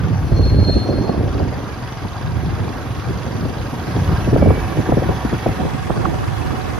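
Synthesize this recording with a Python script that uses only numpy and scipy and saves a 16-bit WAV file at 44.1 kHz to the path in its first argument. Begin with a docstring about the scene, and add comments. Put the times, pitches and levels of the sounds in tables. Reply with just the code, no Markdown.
"""Wind rumbles and thumps on the two microphone ports of a camera riding a small motorcycle down a rough
track through scrub. Under it the single cylinder turns at low revs: each firing rings the exhaust pipe,
the valve gear clatters and the tyres roar. Early on a brake disc squeals by stick-slip and crickets trill
faintly. Late on the camera tips down to the tank, the bike whines briefly, and the camera turns so that
the wind meets one port first."""
import sys
import numpy as np
from scipy import signal
from scipy.fft import next_fast_len
from scipy.io import wavfile
from scipy.ndimage import uniform_filter1d, minimum_filter1d

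SR = 44100
rng = np.random.default_rng(int(sys.argv[2]) if len(sys.argv) > 2 else 0)


def dump(signal):
    """Clip the signal to [-1, 1] and save it as 16-bit WAV at the path in sys.argv[1]."""
    limited = np.clip(np.atleast_2d(signal).T, -1, 1)
    pcm = np.round(limited * 32767).astype(np.int16)
    wavfile.write(sys.argv[1], SR, pcm)


N = 299439

# wind bed: (time [s], rumble [dB], deep layer against the rumble [dB], flutter [dB])
WIND_LEVELS = [(0, -13.5, -27, -30), (.26, -20, -3, -29.5), (.38, -14.5, -2.5, -28),
               (.76, -15.5, -3.5, -23.5), (.84, -27, -5.5, -23), (1.44, -19.5, -4.5, -23),
               (1.6, -31.5, -6.5, -32.5), (2.05, -34.5, 1, -42), (2.3, -20.5, -18, -34),
               (2.52, -16.5, -18, -29.5), (2.7, -28, -4, -28.5), (3.0, -28.5, -8, -33.5),
               (3.15, -20.5, -16, -29.5), (3.28, -26.5, -9, -27.5), (3.42, -20, -17, -28),
               (3.6, -30, 2, -32.5), (3.9, -24.5, -12, -29.5), (4.1, -16.5, -5, -28), (4.3, -17.5, -7, -24),
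               (4.39, -20, -7, -23), (4.49, -16, -6, -20.5), (4.54, -23, -5, -27.5), (4.6, -20, -0.5, -28),
               (4.73, -28.5, -4, -27.5), (5.1, -26.5, -6, -29.5), (5.55, -30.5, -5, -30.5),
               (5.65, -20, -8, -22), (5.8, -27, -5, -34), (6.03, -25.5, -2, -21.5), (6.2, -22, -5, -28),
               (6.79, -27, -6, -29)]
# single blows of air: (time [s], relative level [dB], crack accent [dB], crack pitch [Hz])
AIR_BLOWS = [(0.317, -7.5, -25, 498), (0.356, -11, -25, 450), (0.391, -4.5, -9, 510),
             (0.425, -14, -12, 500), (0.456, -11, -26, 450), (0.48, -29, -25, 750), (0.518, -10, -21, 485),
             (0.543, -11, -11, 434), (0.587, -7, -24, 514), (0.626, -11, -20, 398), (0.684, -4.5, -29, 774),
             (0.76, -0.5, -18, 482), (0.887, -5.5, -19, 570), (0.929, -11, -1.5, 467),
             (0.981, -11.5, -3.5, 517), (1.092, -8.5, -1, 630), (1.143, -26, 5, 647),
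             (1.396, -17.5, 0, 784), (2.046, -18.5, -5, 925), (3.451, -13, -19, 560),
             (3.964, -11.5, -19, 727), (4.273, -5.5, -29, 549), (4.326, 1.5, -12, 486),
             (4.358, -1, 1.5, 530), (4.384, -12, -12, 400), (4.4, -12, -10, 400), (4.422, 3, -2, 510),
             (4.458, 1, -10, 550), (4.47, 1, -17, 450), (4.503, -4.5, -2.5, 475), (4.572, -10.5, -10, 454),
             (4.771, -6.5, -16, 471), (4.788, -3.5, -17, 770), (4.89, -3.5, -24, 506),
             (4.918, -1.5, -3.5, 650), (4.97, -1, -9, 557), (5.019, -11, -3.5, 490), (5.056, -11, -16, 420),
             (5.088, -2, -7.5, 550), (5.134, -19, -15, 420), (5.248, -7, -17, 464), (5.325, -6, -13, 540),
             (5.341, -21, -19, 500), (5.46, -4, -3, 620), (5.487, -10.5, -9, 780), (5.648, -21, 2.5, 490),
             (5.744, -14, -29, 759), (5.898, -8.5, -6, 710), (5.97, -11, -21, 1130),
             (6.051, -16.5, 2, 1150), (6.079, -13.5, -12, 776), (6.137, -22, 3, 576),
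             (6.531, -15.5, -9.5, 482), (6.749, -17.5, -10, 870)]
# camera pose: (time [s], tipped to the tank [0-1], turned [0-1], wind's lead at the left port [rad])
CAMERA_POSE = [(0, 0.83, 0, 0.41), (1.5, 0.43, 0, 0.93), (3.6, 0.1, 0, 0.98), (4.3, 1, 0, -0.73),
               (5.5, 1, 0, -0.82), (5.7, 1, 0.9, -0.06), (6.2, 0.96, 1, 0.063), (6.79, 1, 1, 0.084)]
# engine speed: (time [s], firing rate [Hz])
FIRING_RATE = [(0, 20.854), (.45, 22.289), (1.05, 19.664), (1.9, 20.34), (2.4, 21.51), (3.3, 22.527),
               (3.95, 24.148), (4.6, 22.752), (5.6, 22.681), (6.45, 21.677), (6.79, 22.016)]
# exhaust pipe resonances: (pitch [Hz], width [Hz], relative level [dB])
PIPE_MODES = [(70, 34, 19), (110, 42.4, 27.5), (159, 120, 11)]
# valve gear and casing rings: (place in the cycle [0-1], pitch [Hz], width [Hz], decay [ms],
# steady rattle [0-1], level [dB], gain when tipped [dB], left-right likeness [0-1])
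CLATTER_MODES = [(.93, 4700, 420, 6, .1, -51, -5.5, .5), (.65, 4900, 700, 8, .3, -56, 0, .5),
                 (.96, 3780, 300, 6, .12, -52.5, -5.5, .4), (.95, 3370, 130, 6, .15, -53.5, -2.5, .2),
                 (.62, 3250, 220, 8, .6, -56, 3, .4), (.7, 2500, 1600, 5, .05, -52, -1, .4),
                 (.4, 752, 33, 10, .6, -46.5, 8.5, .8), (.6, 955, 90, 8, .5, -46, 3, .7),
                 (.65, 1110, 120, 6, .4, -46, 4.5, .7), (.65, 1440, 60, 6, .3, -54, 5, .7),
                 (.68, 1615, 60, 6, .3, -48.5, 2.5, .8), (.68, 1750, 36, 7, 1, -59, 12, .7),
                 (.68, 1870, 70, 6, .5, -53, 4.5, .6), (.68, 2080, 60, 6, .3, -54, 2, .4),
                 (.68, 2190, 60, 6, .5, -56.5, 3, .5), (.68, 2350, 80, 6, .3, -53.5, -3, .4),
                 (.68, 2280, 50, 6, .7, -66, 16, .4), (.68, 2510, 90, 6, .3, -53.5, 0, .3),
                 (.68, 2590, 55, 5, .6, -64, 13, .4), (.68, 2910, 130, 6, .5, -59, 7.5, .3),
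                 (.68, 2715, 50, 5, .2, -54, -7, .2), (.95, 4090, 70, 6, .4, -60, 1, .5),
                 (.67, 5700, 800, 6, .3, -60, 2, .1)]
# the bike's brief whine: (pitch [Hz], width [Hz], level [dB])
WHINE_MODES = [(2290, 40, -40), (1660, 45, -41)]
# tyre and engine roar: (time [s], relative level [dB], relative treble [dB])
ROAR_LEVELS = [(0, -34, -22), (.25, -38, -14.5), (1.25, -35.5, -19.5), (3.69, -35, -16),
               (4.12, -31.5, -16.5), (4.33, -33.5, -14.5), (5.35, -33, -15.5), (5.86, -34, -16.5),
               (6.79, -33, -17)]
# tone of the roar: (frequency [Hz], relative level [dB])
ROAR_SPECTRUM = [(150, 4), (400, -1.5), (900, 1.5), (1400, -2.5), (2050, -9), (3000, -14), (4300, -17.5),
                 (6500, -19.5), (7300, -26), (8800, -24.5), (11000, -25), (13000, -30), (15800, -25)]
# the roar's hiss is wide in some treble bands, centred in others:
# (frequency [Hz], left-right likeness [-1..1])
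ROAR_LIKENESS = [(300, .7), (1500, .65), (2400, .1), (3800, .55), (5000, .3), (6300, -.2), (6900, -.6),
                 (7300, -.995), (8800, -.995), (9200, -.4), (10100, .3), (10500, .995), (12300, .995),
                 (12800, 0), (13500, -.5), (13900, -.995)]
# swell of the brake squeal: (time [s], level [dB])
SQUEAL_LEVELS = [(0.2, -67), (.33, -55), (.38, -39.5), (.41, -39), (0.46, -33), (.55, -40.5), (0.6, -41),
                 (0.676, -26.5), (0.74, -29), (.84, -33.5), (.89, -41), (.93, -43), (1.0, -46), (1.1, -43),
                 (1.2, -68)]
# squeal side tones: (pitch [ratio], relative level [dB], swell followed [ratio], right gain [ratio])
SQUEAL_PARTIALS = [(1.03, -8.5, .45, .8), (.97, -20, 1, .8), (.845, -19, 1.1, .3), (2, -20, 1, -.98)]
# cricket trills: (time [s], length [s], pitch [Hz], level [dB], right gain [ratio])
TRILLS = [(0.033, .06, 5800, -53, -.4), (0.118, .1, 5800, -47, -.4), (0.245, 0.055, 5900, -52, .8),
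          (0.333, 0.11, 5800, -50, 0.87), (0.402, 0.15, 5600, -46, -.4), (0.558, 0.15, 5840, -49, -0.27),
          (.72, 0.11, 5850, -46, -.4), (0.848, .07, 5800, -49, .8), (0.974, 0.091, 5800, -47, -.2),
          (1.263, .12, 5900, -48, -.3), (1.566, .17, 5850, -64, -0.32), (1.87, 0.12, 5800, -49, -0.59),
          (3.202, 0.098, 6300, -47, -.2), (3.323, 0.11, 6100, -47, -0.36)]

TIME = np.arange(N) / SR
BIKE_PAN_DB_PER_S, BIKE_PAN_LIMIT_DB = -1.1, -2.8  # left minus right: the bike drifts to the right


def amp(db):
    """Decibels to gain."""
    return 10 ** (np.asarray(db) / 20)


def unit_rms(x):
    """Scales to rms 1."""
    return x / np.sqrt(np.mean(x ** 2) + 1e-20)


def curves(rows, t):
    """Every column of a table read at times t."""
    times, *columns = np.transpose(rows)
    return [np.interp(t, times, column) for column in columns]


def add(mix, start_s, sound):
    """Lays a stereo sound into the mix."""
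    start = max(round(start_s * SR), 0)
    part = mix[:, start:start + sound.shape[1]]
    part += sound[:, :part.shape[1]]


def resonate(x, hz, width, stages=2):
    """Resonances in series, each of gain about 1 at hz."""
    r = np.exp(-np.pi * width / SR)
    c = r * np.cos(2 * np.pi * hz / SR)
    for _ in range(stages):
        x = signal.lfilter([2 * (1 - r), -2 * (1 - r) * c], [1, -2 * c, r ** 2], x)
    return x


def stereo(mid, side, likeness, pan_db):
    """Left and right share mid and differ by side."""
    angle = np.arccos(np.clip(likeness, -1, 1)) / 2
    shared, apart = np.cos(angle) * mid, np.sin(angle) * side
    return np.array([(shared + apart) * amp(pan_db / 2), (shared - apart) * amp(-pan_db / 2)])


def wander(per_s):
    """Smooth random drift of rms 1."""
    size = max(int(SR / 16 / per_s), 1)
    slow = rng.standard_normal(N // 16 + 2)
    for _ in range(2):
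        slow = uniform_filter1d(slow, size, mode="wrap")
    return np.interp(np.arange(N) / 16, np.arange(len(slow)), unit_rms(slow))


def eddies(lo_hz, hi_hz, per_s, spread_db, cycles, tilt, lumps, bands):
    """Two unrelated streams of short pressure swirls of many sizes."""
    out = np.zeros((2, N))
    for hz in np.geomspace(lo_hz, hi_hz, bands):
        turns = np.arange(-2 * cycles, 2 * cycles, hz / SR)
        swirl = np.exp(-2 * (turns / cycles) ** 2) * np.sin(2 * np.pi * (turns + rng.random()))
        when = rng.integers(0, 2 * N, int(2 * N * per_s / bands / SR))
        strength = amp(spread_db * np.minimum(rng.exponential(1, len(when)), 4))
        kicks = np.zeros((2, N))
        kicks.flat[when] = strength * rng.choice([-1, 1], len(when))
        out += signal.oaconvolve(kicks * lumps, swirl[None] * (hz / lo_hz) ** tilt, "same", axes=1)
    return unit_rms(out)


def wind():
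    """Swirls on the ports: a deep layer under rumble and flutter that share the same small gusts."""
    rumble_db, deep_db, flutter_db = curves(WIND_LEVELS, TIME)
    turned = curves(CAMERA_POSE, TIME)[1]
    likeness = .9 * (1 - turned) - .35 * turned
    pan_db = -.5 - 4.5 * turned + 2.2 * wander(12)
    coarse_t, lag_s, half_width_s = TIME[::44], .016, .016
    swells = sum(amp(db) * np.exp(-((coarse_t - s - lag_s) / half_width_s) ** 2)
                 for s, db, _, _ in AIR_BLOWS)  # each buffet briefly swells the bed
    swells = np.interp(TIME, coarse_t, swells)
    lumps = amp(1.7 * wander(68) + 1.37 * wander(19.6))
    deep = eddies(55.4, 58, per_s=120, spread_db=1, cycles=1.1, tilt=.12, lumps=1, bands=4)
    rumble = eddies(84.5, 169.7, per_s=300, spread_db=1.6, cycles=1.7, tilt=-.39, lumps=lumps, bands=7)
    flutter = eddies(241.5, 700, per_s=800, spread_db=2.1, cycles=1.18, tilt=-.69, lumps=lumps, bands=8)
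    low = (amp(rumble_db) + amp(-17.5) * swells) * (rumble + amp(deep_db) * deep)
    high = (amp(flutter_db) + amp(-34.5) * swells) * flutter
    # small swirls differ more between the ports than large ones
    return stereo(*low, likeness, pan_db) + stereo(*high, likeness - .15, pan_db)


def buffets():
    """Each dull blow of air opens with a short crack, then slides raggedly down into the bass."""
    out = np.zeros((2, N))
    t = np.arange(4000) / SR
    age = t / .0291  # in lengths of a blow
    envelope = np.sin(np.pi / 2 * np.minimum(age / .17, 1)) ** 2 * np.exp(-(age / .74) ** 2)
    crack_t = t - .008
    crack_envelope = np.exp(-(crack_t / .0045) ** 2)
    for s, db, crack_db, crack_hz in AIR_BLOWS:
        turned = curves(CAMERA_POSE, s)[1]
        pan_db = -1.5 - 6 * turned + 3.5 * rng.standard_normal()
        phase, noise = rng.random(3), rng.standard_normal((3, len(t)))
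        ragged = 1 + .28 * unit_rms(uniform_filter1d(noise[0], 150))
        pitch_hz = (91 + 371.4 * np.exp(-age / .363)) * ragged
        slide = np.sin(2 * np.pi * (np.cumsum(pitch_hz) / SR + phase[0]))
        puff_mid, puff_side = map(unit_rms, resonate(resonate(noise[1:], 293, 480), 266, 430, stages=1))
        grit_db = 3.5 * unit_rms(uniform_filter1d(uniform_filter1d(noise[1:], 30), 30))
        falling = np.sin(2 * np.pi * (crack_hz * crack_t * (1 - 35 * crack_t) + phase[1:, None]))
        crack_mid, crack_side = amp(crack_db + 4.5 + grit_db) * crack_envelope * falling
        mid = envelope * (slide + .42 * puff_mid) + crack_mid
        side = .51 * envelope * puff_side + .78 * crack_side
        add(out, s - .002, amp(db - 6) * stereo(mid, side, .44, pan_db))
    return signal.sosfilt(signal.butter(4, 2200, fs=SR, output="sos"), out)


def sweep_past_ports(air):
    """The swirls pass one port a part of a cycle before the other."""
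    lead = curves(CAMERA_POSE, TIME)[2] * np.array([[.5], [-.5]])
    return (signal.hilbert(air, next_fast_len(N))[:, :N] * np.exp(1j * lead)).real


def exhaust(cycles, place=.64, spread_db=3, level_db=-31):
    """One uneven firing a cycle thumps the pipe's resonances."""
    count = np.floor(cycles - place + 1).astype(int)
    firings = np.diff(count, prepend=count[0]) * amp(spread_db * rng.standard_normal(300))[count]
    thump = sum(amp(db) * unit_rms(resonate(firings, hz, width)) for hz, width, db in PIPE_MODES)
    return amp(level_db) * unit_rms(thump)


def clatter(cycles, rate, rattle, pan_db):
    """Blows at set places in the cycle ring the valve gear and casings, swelling with the roar."""
    roar_db = curves(ROAR_LEVELS, TIME)[0]
    tipped = curves(CAMERA_POSE, TIME)[0]
    loose = cycles + .012 * wander(12)  # play in the parts shifts the blows a little
    out = np.zeros((2, N))
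    for place, hz, width, decay_ms, steady, db, tipped_db, likeness in CLATTER_MODES:
        since_s = ((loose - place) % 1) / rate
        count = (loose - place + 1).astype(int)
        force = amp(2 * rng.standard_normal(300))[count]
        envelope = steady + force * np.exp(-since_s * 1000 / decay_ms)
        impacts = 9 * force * np.diff(count, prepend=count[0])
        drive = resonate(envelope * rattle + impacts, hz, 2 * width, stages=1)
        mid, side = map(unit_rms, resonate(drive, hz, width, stages=1))
        sway_db = 1.5 * wander(5)  # each ring comes and goes as the camera sways
        out += amp(db + tipped_db * tipped + sway_db) * stereo(mid, side, likeness, pan_db)
    return out * amp(roar_db - roar_db.mean())


def whine(rattle, pan_db, start_s=4.39, rise_s=.03):
    """Two narrow bands of noise sing out briefly from the bike."""
    tones = sum(amp(db) * unit_rms(resonate(rattle, hz, width)) for hz, width, db in WHINE_MODES)
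    age = TIME - start_s
    envelope = np.clip(age / rise_s, 0, 1) * amp(-130 * age ** 2)
    return envelope * stereo(*tones, .49, pan_db)


def engine():
    """The crank times the thump and clatter, the whine joins them, and the treble above 7 kHz is cut."""
    rate = curves(FIRING_RATE, TIME)[0]
    cycles = .899 + np.cumsum(rate) / SR
    pan_db = np.maximum(BIKE_PAN_DB_PER_S * TIME, BIKE_PAN_LIMIT_DB)
    thump = exhaust(cycles)
    rattle = rng.standard_normal((2, N))
    out = thump + clatter(cycles, rate, rattle, pan_db) + whine(rattle, pan_db)
    return signal.sosfilt(signal.butter(6, 7000, fs=SR, output="sos"), out)


def roar():
    """Tyre and engine noise in drifting patches; the ports agree less when the camera is turned."""
    t, hz = np.arange(N // 128 + 5) * 128 / SR, np.fft.rfftfreq(512, 1 / SR)[:, None]

    def over_frequency(rows):
        """A table read along a log frequency axis."""
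        points_hz, values = np.transpose(rows)
        return np.interp(np.log(hz + 1), np.log(points_hz), values)

    mid_re, mid_im, side_re, side_im, patches = rng.standard_normal((len(t), len(hz), 5)).T
    patches_db = 1.8 * unit_rms(uniform_filter1d(uniform_filter1d(patches, 6, 0), 20, 1))
    level_db, treble_db = curves(ROAR_LEVELS, t)
    turned = curves(CAMERA_POSE, t)[1]
    below_top = 1 - np.clip((hz - 8800) / 1500, 0, 1)  # the highest treble holds its stereo image
    pan_db = np.maximum(BIKE_PAN_DB_PER_S * t, BIKE_PAN_LIMIT_DB) * below_top
    likeness = over_frequency(ROAR_LIKENESS) * (1 - below_top * turned)
    tone_db = over_frequency(ROAR_SPECTRUM) + (treble_db - treble_db.mean()) * np.clip(hz / 9000, 0, 1)
    spectrum = stereo(mid_re + 1j * mid_im, side_re + 1j * side_im, likeness, pan_db)
    spectrum *= amp(tone_db + level_db - level_db.mean() + patches_db) * (hz > 100)
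    noise = signal.istft(spectrum, nperseg=512, noverlap=384)[1][:, :N]
    return amp(level_db.mean() + 3) * unit_rms(noise)


def brake(pitch_hz=4246, right_lag_rad=.61, pan_db=-.5):
    """Stick-slip sings a disc mode, with fuzz and ragged side tones around it; the grip stutters."""
    level_db = curves(SQUEAL_LEVELS, TIME)[0]
    start_s, end_s = SQUEAL_LEVELS[0][0], SQUEAL_LEVELS[-1][0]
    gate = np.clip((TIME - start_s) / .05, 0, 1) * np.clip((end_s - TIME) / .04, 0, 1)
    phase = 2 * np.pi * np.cumsum(pitch_hz + 8 * wander(60)) / SR
    stutter_db = np.clip(-1.2 - level_db / 10, 1.4, 3.2) * wander(90)  # the fainter, the less steady
    out = np.sqrt(2) * amp(stutter_db) * np.sin([phase, phase - right_lag_rad])
    fuzz = unit_rms(resonate(rng.standard_normal((2, N)), pitch_hz, 130))
    out += amp(-5 - .2 * (level_db + 35)) * fuzz
    for ratio, db, follows, right in SQUEAL_PARTIALS:
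        tone = np.sin(ratio * phase + 1.5 * wander(60))
        gain = amp(db + (follows - 1) * (level_db + 40) + 3 * wander(30))
        out += gain * tone * np.array([[1], [right]])
    return out * gate * amp(level_db + pan_db * np.array([[.5], [-.5]]))


def crickets(clicks_per_s=95):
    """Fast clicks ring a narrow wing resonance, off to the side."""
    out = np.zeros((2, N))
    for s, length, hz, db, right in TRILLS:
        t = np.arange(int(length * SR)) / SR
        clicks = np.cos(np.pi * clicks_per_s * t) ** 4 * rng.standard_normal(len(t))
        trill = unit_rms(resonate(clicks, hz, 600)) * np.hanning(len(t)) ** .5
        add(out, s, amp(db) * trill * np.array([[1], [right]]))
    return out


def scene():
    """All sources at the two ports."""
    return engine() + roar() + sweep_past_ports(wind() + buffets()) + brake() + crickets()


def record(dry, low_cut_hz=42, ceiling=.92, high_cut_hz=15800):
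    """The microphone drops the deepest bass, a quick limiter holds the peaks, and the very top is cut."""
    thinned = signal.sosfilt(signal.butter(2, low_cut_hz, "high", fs=SR, output="sos"), dry)
    gain = np.minimum(ceiling / (abs(thinned).max(0) + 1e-9), 1)
    gain = minimum_filter1d(gain, 441)  # lowest within 5 ms either way
    limited = thinned * uniform_filter1d(uniform_filter1d(gain, 220), 220)
    high_cut = signal.firwin(511, high_cut_hz, window=("kaiser", 9), fs=SR)
    return signal.oaconvolve(limited, high_cut[None], "same")


dry = scene()
out = record(dry)
dump(out)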